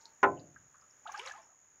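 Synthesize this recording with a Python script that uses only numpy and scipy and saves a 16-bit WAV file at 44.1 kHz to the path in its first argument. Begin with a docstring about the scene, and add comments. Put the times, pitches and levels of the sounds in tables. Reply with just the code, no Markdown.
"""A hollow thump beside a muddy pond rings briefly and rumbles away over the banks.
Then a fish swirls at the surface: pockets of air ring as bubbles, water slaps, and thousands of
tiny drops make a fine spray. An insect buzzes throughout, each wing stroke a quick run of clicks.
Behind it lies the hiss of quiet open air, with a few faint plips and ticks."""
import sys
import numpy as np
from scipy import signal
from scipy.fft import rfft, irfft
from scipy.io import wavfile
from scipy.ndimage import uniform_filter1d, minimum_filter1d

SR = 44100
rng = np.random.default_rng(int(sys.argv[2]) if len(sys.argv) > 2 else 0)


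def store_wav(level_fs):
    """Save 16-bit WAV to argv[1]."""
    pcm = np.round(np.clip(np.atleast_2d(level_fs), -1, 1) * 32767)
    wavfile.write(sys.argv[1], SR, pcm.T.astype(np.int16))


N = 79380  # 1.8 seconds

# The clicks in one wing stroke. Each row: place in the stroke from 0 to 1, pitch in Hz, relative dB.
WING_CLICKS = [(0.121, 6855, -4.5), (.33, 6880, 0), (0.529, 6750, 4), (.72, 6610, 0.5), (0.899, 6410, -4.5)]
# How the wings resonate. Each row: frequency in Hz, boost or cut in dB.
WING_COLOUR = [(5400, -5.5), (6100, 1), (6600, -3.5), (7050, 1.5), (7250, -8), (7700, -13.5)]
# The tone of the open air. Each row: frequency in Hz, boost or cut in dB.
AIR_COLOUR = [(25, -18.5), (42, -11.5), (70, -1.5), (200, -5), (400, -5), (900, -4), (1700, -3),
              (2500, -11.5), (4400, -21.5), (5100, -18), (5650, -10.5), (5950, -12.5), (7000, -18),
              (8500, -27), (12500, -26.5), (15500, -29)]
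# Brief thin hisses. Each row: start in seconds, pitch in Hz, width in Hz, level in dB, fade in seconds.
# A fade is always the time a sound takes to fall by 60 dB.
HISSES = [(0.011, 5100, 3000, -63.5, .16), (1.120, 15000, 1400, -75, .17), (1.121, 9800, 2200, -67, 0.058),
          (1.42, 5560, 700, -65.5, 0.16)]
# Faint ticks and rustles at the bank. Each row reads as in HISSES.
BANK_TICKS = [(0.0549, 4840, 2000, -35.5, .008), (.058, 5100, 2200, -59.5, 0.065),
              (0.371, 2800, 600, -67, 0.16), (.395, 4380, 1400, -61, 0.069),
              (0.561, 1556, 550, -54.5, 0.093), (0.742, 1310, 707, -58.5, 0.19),
              (0.813, 5000, 497, -63.5, .03), (.82, 1260, 298, -60, 0.12), (0.905, 5520, 606, -61.5, 0.054)]
# The tone of the echo from the banks. Each row: frequency in Hz, boost or cut in dB.
ECHO_COLOUR = [(300, 0.5), (1800, 1.5), (6000, -1.5), (14000, -9.5)]
# The tones of the struck hollow body. 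Each row: pitch in Hz, relative level in dB, fade in seconds.
THUMP_TONES = [(287.8, -15.5, 0.5), (396.6, 0, .25), (344.2, -15, 0.43), (496, -16, .33),
               (562.5, -7.5, 0.28), (583.7, -12.5, .27), (634, -11.5, 0.22), (714, -10, 0.36),
               (812, 0.5, 0.19), (852.4, -0.5, 0.14), (901, -2, .19), (1016.5, 2.5, .19), (1034, 2, .19),
               (1102, -9, .17), (1277.5, 1, .11), (1348, -1, .14), (1441, 8, .09), (1509, -9, .2),
               (1750, -6.5, .1), (1911, -6, .1)]
# The noise of the blow and its outdoor tail. Each row: pitch in Hz, blow level in dB,
# blow fade in seconds, tail level in dB, tail fade in seconds.
THUMP_NOISE = [(70, -75.5, 0.23, -62, 1.1), (128, -55.5, 0.17, -45, 0.88), (265.8, -42, 0.19, -39.5, .54),
               (538, -34, 0.17, -33, .43), (1000, -24.5, 0.076, -36, .23), (1700, -19, 0.072, -49.5, .3),
               (2555, -33.5, 0.056, -67, .22), (3600, -57, .05, -83.5, .2)]
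# Single bubbles. Each row: start in seconds, first pitch in Hz, peak in dB, length in seconds,
# rise in octaves over that length (below zero it falls).
POND_BUBBLES = [(.562, 1641, -48, 0.013, -0.091), (1.0552, 837, -43.5, 0.012, 0.1),
                (1.063, 1150, -39.5, 0.011, 0.53), (1.073, 704, -44.5, 0.031, 0.044),
                (1.088, 761, -40, 0.012, 0.37), (1.092, 1644, -46.5, 0.018, -0.012),
                (1.094, 1086, -41, 0.0097, 0.085), (1.115, 788, -47, 0.0087, 0),
                (1.133, 798, -47.5, 0.039, 0.16), (1.141, 1090, -39.5, 0.017, 0.314),
                (1.145, 1557, -39, 0.0164, .1), (1.171, 785, -43.5, 0.031, 0.168),
                (1.187, 888, -43, 0.025, 0.253), (1.189, 364.2, -52, .06, 0.67),
                (1.222, 1243, -52, 0.051, .15), (1.255, 482, -53, .04, .35), (1.265, 746, -53, 0.018, 0.33),
                (1.287, 697, -48.5, 0.021, .35), (1.295, 1750, -47, 0.0088, 0.19),
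                (1.311, 1686, -37, 0.0083, 0), (1.336, 1280, -47, 0.0093, 0.0014),
                (1.346, 746, -49.5, 0.031, 0.37), (1.375, 1017, -52, 0.018, 0.12),
                (1.385, 719, -58, 0.0294, -0.23)]
# How hard the water churns. Each row: time in seconds, relative level in dB.
CHURNING = [(1.04, -20.5), (1.075, -10), (1.13, -5), (1.19, -0.5), (1.225, -4), (1.28, 2), (1.33, -9),
            (1.39, -10), (1.47, -26.5), (1.6, -46)]
# The tone of the spray. Each row: frequency in Hz, boost or cut in dB.
SPRAY_COLOUR = [(300, -30), (550, -5.5), (800, -5), (1700, 4), (2800, -4), (4300, -10.5), (6500, -4),
                (7700, -14), (8800, -28.5), (10400, -15.5), (12000, -34), (14000, -42), (15300, -34)]
# Slaps and drops on the water. Each row reads as in HISSES.
WATER_SLAPS = [(1.074, 3180, 1410, -47.5, 0.054), (1.120, 5930, 900, -38.5, 0.02),
               (1.173, 5060, 1480, -51.5, 0.12), (1.1962, 2880, 403, -35.5, 0.025),
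               (1.195, 2570, 1500, -38, 0.023), (1.191, 6360, 4000, -51.5, 0.045),
               (1.252, 2500, 1170, -51.5, 0.15), (1.2615, 6130, 2240, -41.5, 0.023),
               (1.273, 1910, 500, -35, 0.018), (1.273, 4070, 900, -43, 0.022),
               (1.301, 5400, 3000, -50.5, 0.021), (1.320, 6300, 1830, -51, 0.029)]

STROKES_PER_S, CLICK_S, INSECT_DB, CHORUS_DB = 70.8, .0008, -66.5, -71
AIR_DB, AIR_WAVER_DB = -71, -1.5
CONTACT_S = .0002  # how fast a sharp hit swells
ECHO_DB, ECHO_FADE_S = -14, .2
RING_DB, CRACK_DB = -21, -40.5
DROPS_PER_S, DROP_CYCLES, SPRAY_DB = 4000, 2.8, -62
GURGLE_START_S, GURGLE_SPAN_S, GURGLE_LOW_HZ, GURGLE_HIGH_HZ = 1.26, .29, 622, 1270
GURGLE_DB, GURGLE_FADE_DB_PER_S = -55, 62
LIMIT_DB, TOP_HZ = -9.5, 15750


def gain(db):
    """Turn decibels into a number to multiply by."""
    return 10 ** (np.asarray(db) / 20)


def unit(x):
    """Scale a signal so that its typical size (rms) is 1."""
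    return x / (np.std(x) + 1e-12)


def noise_band(hz, width):
    """Noise that holds only the frequencies around hz."""
    f = np.arange(N // 2 + 1) * SR / N + 1e-3
    distance = (f * f - hz * hz) / (f * width)
    return unit(irfft(rfft(rng.standard_normal(N)) / (1 + distance ** 4), N))


def colour(x, curve):
    """Boost or cut each frequency along a curve of (Hz, dB) points."""
    hz, db = np.array(curve).T
    f = np.arange(N // 2 + 1) * SR / N + 1e-3
    return irfft(rfft(x) * gain(np.interp(np.log(f), np.log(hz), db)), N)


def wander(per_s):
    """A smooth random wobble that takes a new turn per_s times a second."""
    hold = max(int(SR / per_s), 1)
    steps = np.repeat(rng.standard_normal(N // hold + 1), hold)
    return unit(uniform_filter1d(uniform_filter1d(steps, hold), hold)[:N])


def swell(age, rise_s, fade_s):
    """A loudness shape that rises from age zero, then dies away."""
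    age = np.maximum(age, 0)
    return (1 - np.exp(-age / rise_s)) * np.exp(-np.log(1000) * age / fade_s)


def insect():
    """Each rapid wing stroke makes five uneven ringing clicks; a distant chorus hisses behind."""
    strokes = np.cumsum(STROKES_PER_S * (1 + .0006 * wander(11))) / SR
    buzz = np.zeros(N)
    for place, hz, db in WING_CLICKS:
        age = ((strokes - place + .5) % 1 - .5) / STROKES_PER_S  # seconds from the click's middle
        slip = .031 * wander(100) / STROKES_PER_S  # a little early or late
        shape = np.exp(-.5 * ((age - slip) / CLICK_S) ** 2)
        rough_tone = np.sin(2 * np.pi * hz * age + .9 * wander(120))
        buzz += gain(db + wander(100)) * shape * rough_tone
    chorus = gain(CHORUS_DB) * noise_band(6780, 600)
    return gain(INSECT_DB) * unit(colour(buzz, WING_COLOUR)) + chorus


def open_air():
    """Quiet, gently wavering air with the hiss of farther insects."""
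    level = gain(AIR_DB + AIR_WAVER_DB * wander(4.9))
    return level * unit(colour(rng.standard_normal(N), AIR_COLOUR))


def faint_ring(t):
    """A faint hollow tone at the start that wavers and fades away."""
    return gain(-51) * swell(t, rise_s=.08, fade_s=.33) * noise_band(hz=900, width=90)


def bursts(t, rows):
    """Each hiss, tick or slap is a short burst of pitched noise with a thin bright edge."""
    out = np.zeros(N)
    for start, hz, width, db, fade_s in rows:
        noise = noise_band(hz, width) + gain(-29.5) * noise_band(8000, 7000)
        out += gain(db) * swell(t - start, CONTACT_S, fade_s) * noise
    return out


def bank_echo(x, t):
    """Add the soft echo that the grass and the banks scatter back."""
    echo = colour(rng.standard_normal(N), ECHO_COLOUR) * swell(t, .0013, ECHO_FADE_S)
    return x + gain(ECHO_DB) * signal.fftconvolve(x, echo / np.linalg.norm(echo))[:N]


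def thump(age):
    """A struck hollow body cracks and rings, leaving a tail in which the bass lasts longest."""
    ring = sum(gain(db) * swell(age, .0019, fade_s) * np.sin(2 * np.pi * hz * age)
               for hz, db, fade_s in THUMP_TONES)
    rumble = np.zeros(N)
    for hz, blow_db, blow_fade_s, tail_db, tail_fade_s in THUMP_NOISE:
        blow = gain(blow_db) * swell(age, .0059, blow_fade_s)
        tail = gain(tail_db) * swell(age, .044, tail_fade_s)
        rumble += noise_band(hz, .71 * hz) * (blow + tail)
    bright_noise = noise_band(6250, 1600) + gain(-13.5) * noise_band(6000, 5000)
    crack = bright_noise * swell(age, CONTACT_S, fade_s=.046)
    return gain(RING_DB) * ring + rumble + gain(CRACK_DB) * crack


def bubbles(t, rows):
    """Each air pocket swells and rings; most rise in pitch as they near the surface."""
    out = np.zeros(N)
    for start, hz, db, length, octaves in rows:
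        progress = np.clip((t - start) / length, 0, 10)
        shape = (1 - np.exp(-progress / .13)) * np.exp(-1.6 * progress ** 2)
        pitch = hz * 2 ** (octaves * np.minimum(progress, 2)) * (progress > 0)
        out += gain(db) * shape / shape.max() * np.sin(2 * np.pi * np.cumsum(pitch) / SR)
    return out


def droplets(chances):
    """Tiny drops of random size and pitch land by chance, each ringing for a few cycles."""
    age = np.arange(1024) / SR
    out = np.zeros(N + len(age))
    for when, pitch, size, luck in rng.random((chances, 4)):
        if luck < DROPS_PER_S * N / SR / chances:
            hz = 500 * 31 ** pitch  # 500 to 15500 Hz
            strength = hz * gain(2.5 * min(-np.log(1 - size), 3))  # big drops are rare
            ping = np.exp(-age * hz / DROP_CYCLES) * np.sin(2 * np.pi * hz * age)
            start = int(when * N)
            out[start:start + len(age)] += strength * ping
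    return out[:N]


def spray(t):
    """A mist of drops follows the churning water; the treble dies first as it calms."""
    churn = gain(np.interp(t, *np.array(CHURNING).T, left=-100))
    drops = colour(droplets(chances=9000), SPRAY_COLOUR)
    low = signal.sosfilt(signal.butter(2, 2500, fs=SR, output="sos"), drops)
    high = signal.sosfilt(signal.butter(2, 2500, "high", fs=SR, output="sos"), drops)
    # The minus sign lets the two halves join without a gap in the sound.
    return gain(SPRAY_DB) * unit(churn * (low - high * churn ** .57))


def gurgle(t):
    """Forty small bubbles burst ever more weakly as the swirl settles."""
    rows = []
    for when, pitch, size in rng.random((40, 3)):
        delay = when ** 1.5 * GURGLE_SPAN_S  # most come early
        hz = GURGLE_LOW_HZ * (GURGLE_HIGH_HZ / GURGLE_LOW_HZ) ** pitch
        db = GURGLE_DB + 6 * size - GURGLE_FADE_DB_PER_S * delay
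        rows.append((GURGLE_START_S + delay, hz, db, .01, .1))  # laid out as in POND_BUBBLES
    return bubbles(t, rows)


def scene():
    """The thump at 0.23 seconds, then the fish's swirl, over the insect and the air."""
    t = np.arange(N) / SR
    near = bubbles(t, POND_BUBBLES) + gurgle(t) + bursts(t, WATER_SLAPS)
    near += bursts(t, BANK_TICKS) + bursts(t, HISSES) + spray(t)
    mix = thump(t - .2298) + bank_echo(near, t) + insect() + open_air() + faint_ring(t)
    return mix[None]  # one channel


def record(dry):
    """Turn the level down for a few milliseconds around the highest peaks, then cut the top treble."""
    needed = np.minimum(1, gain(LIMIT_DB) / (np.abs(dry) + 1e-9))
    volume = uniform_filter1d(minimum_filter1d(needed, size=300), size=300)
    treble_cut = signal.ellip(10, .2, 80, TOP_HZ, fs=SR, output="sos")
    return signal.sosfilt(treble_cut, dry * volume)


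dry = scene()
out = record(dry)
store_wav(out)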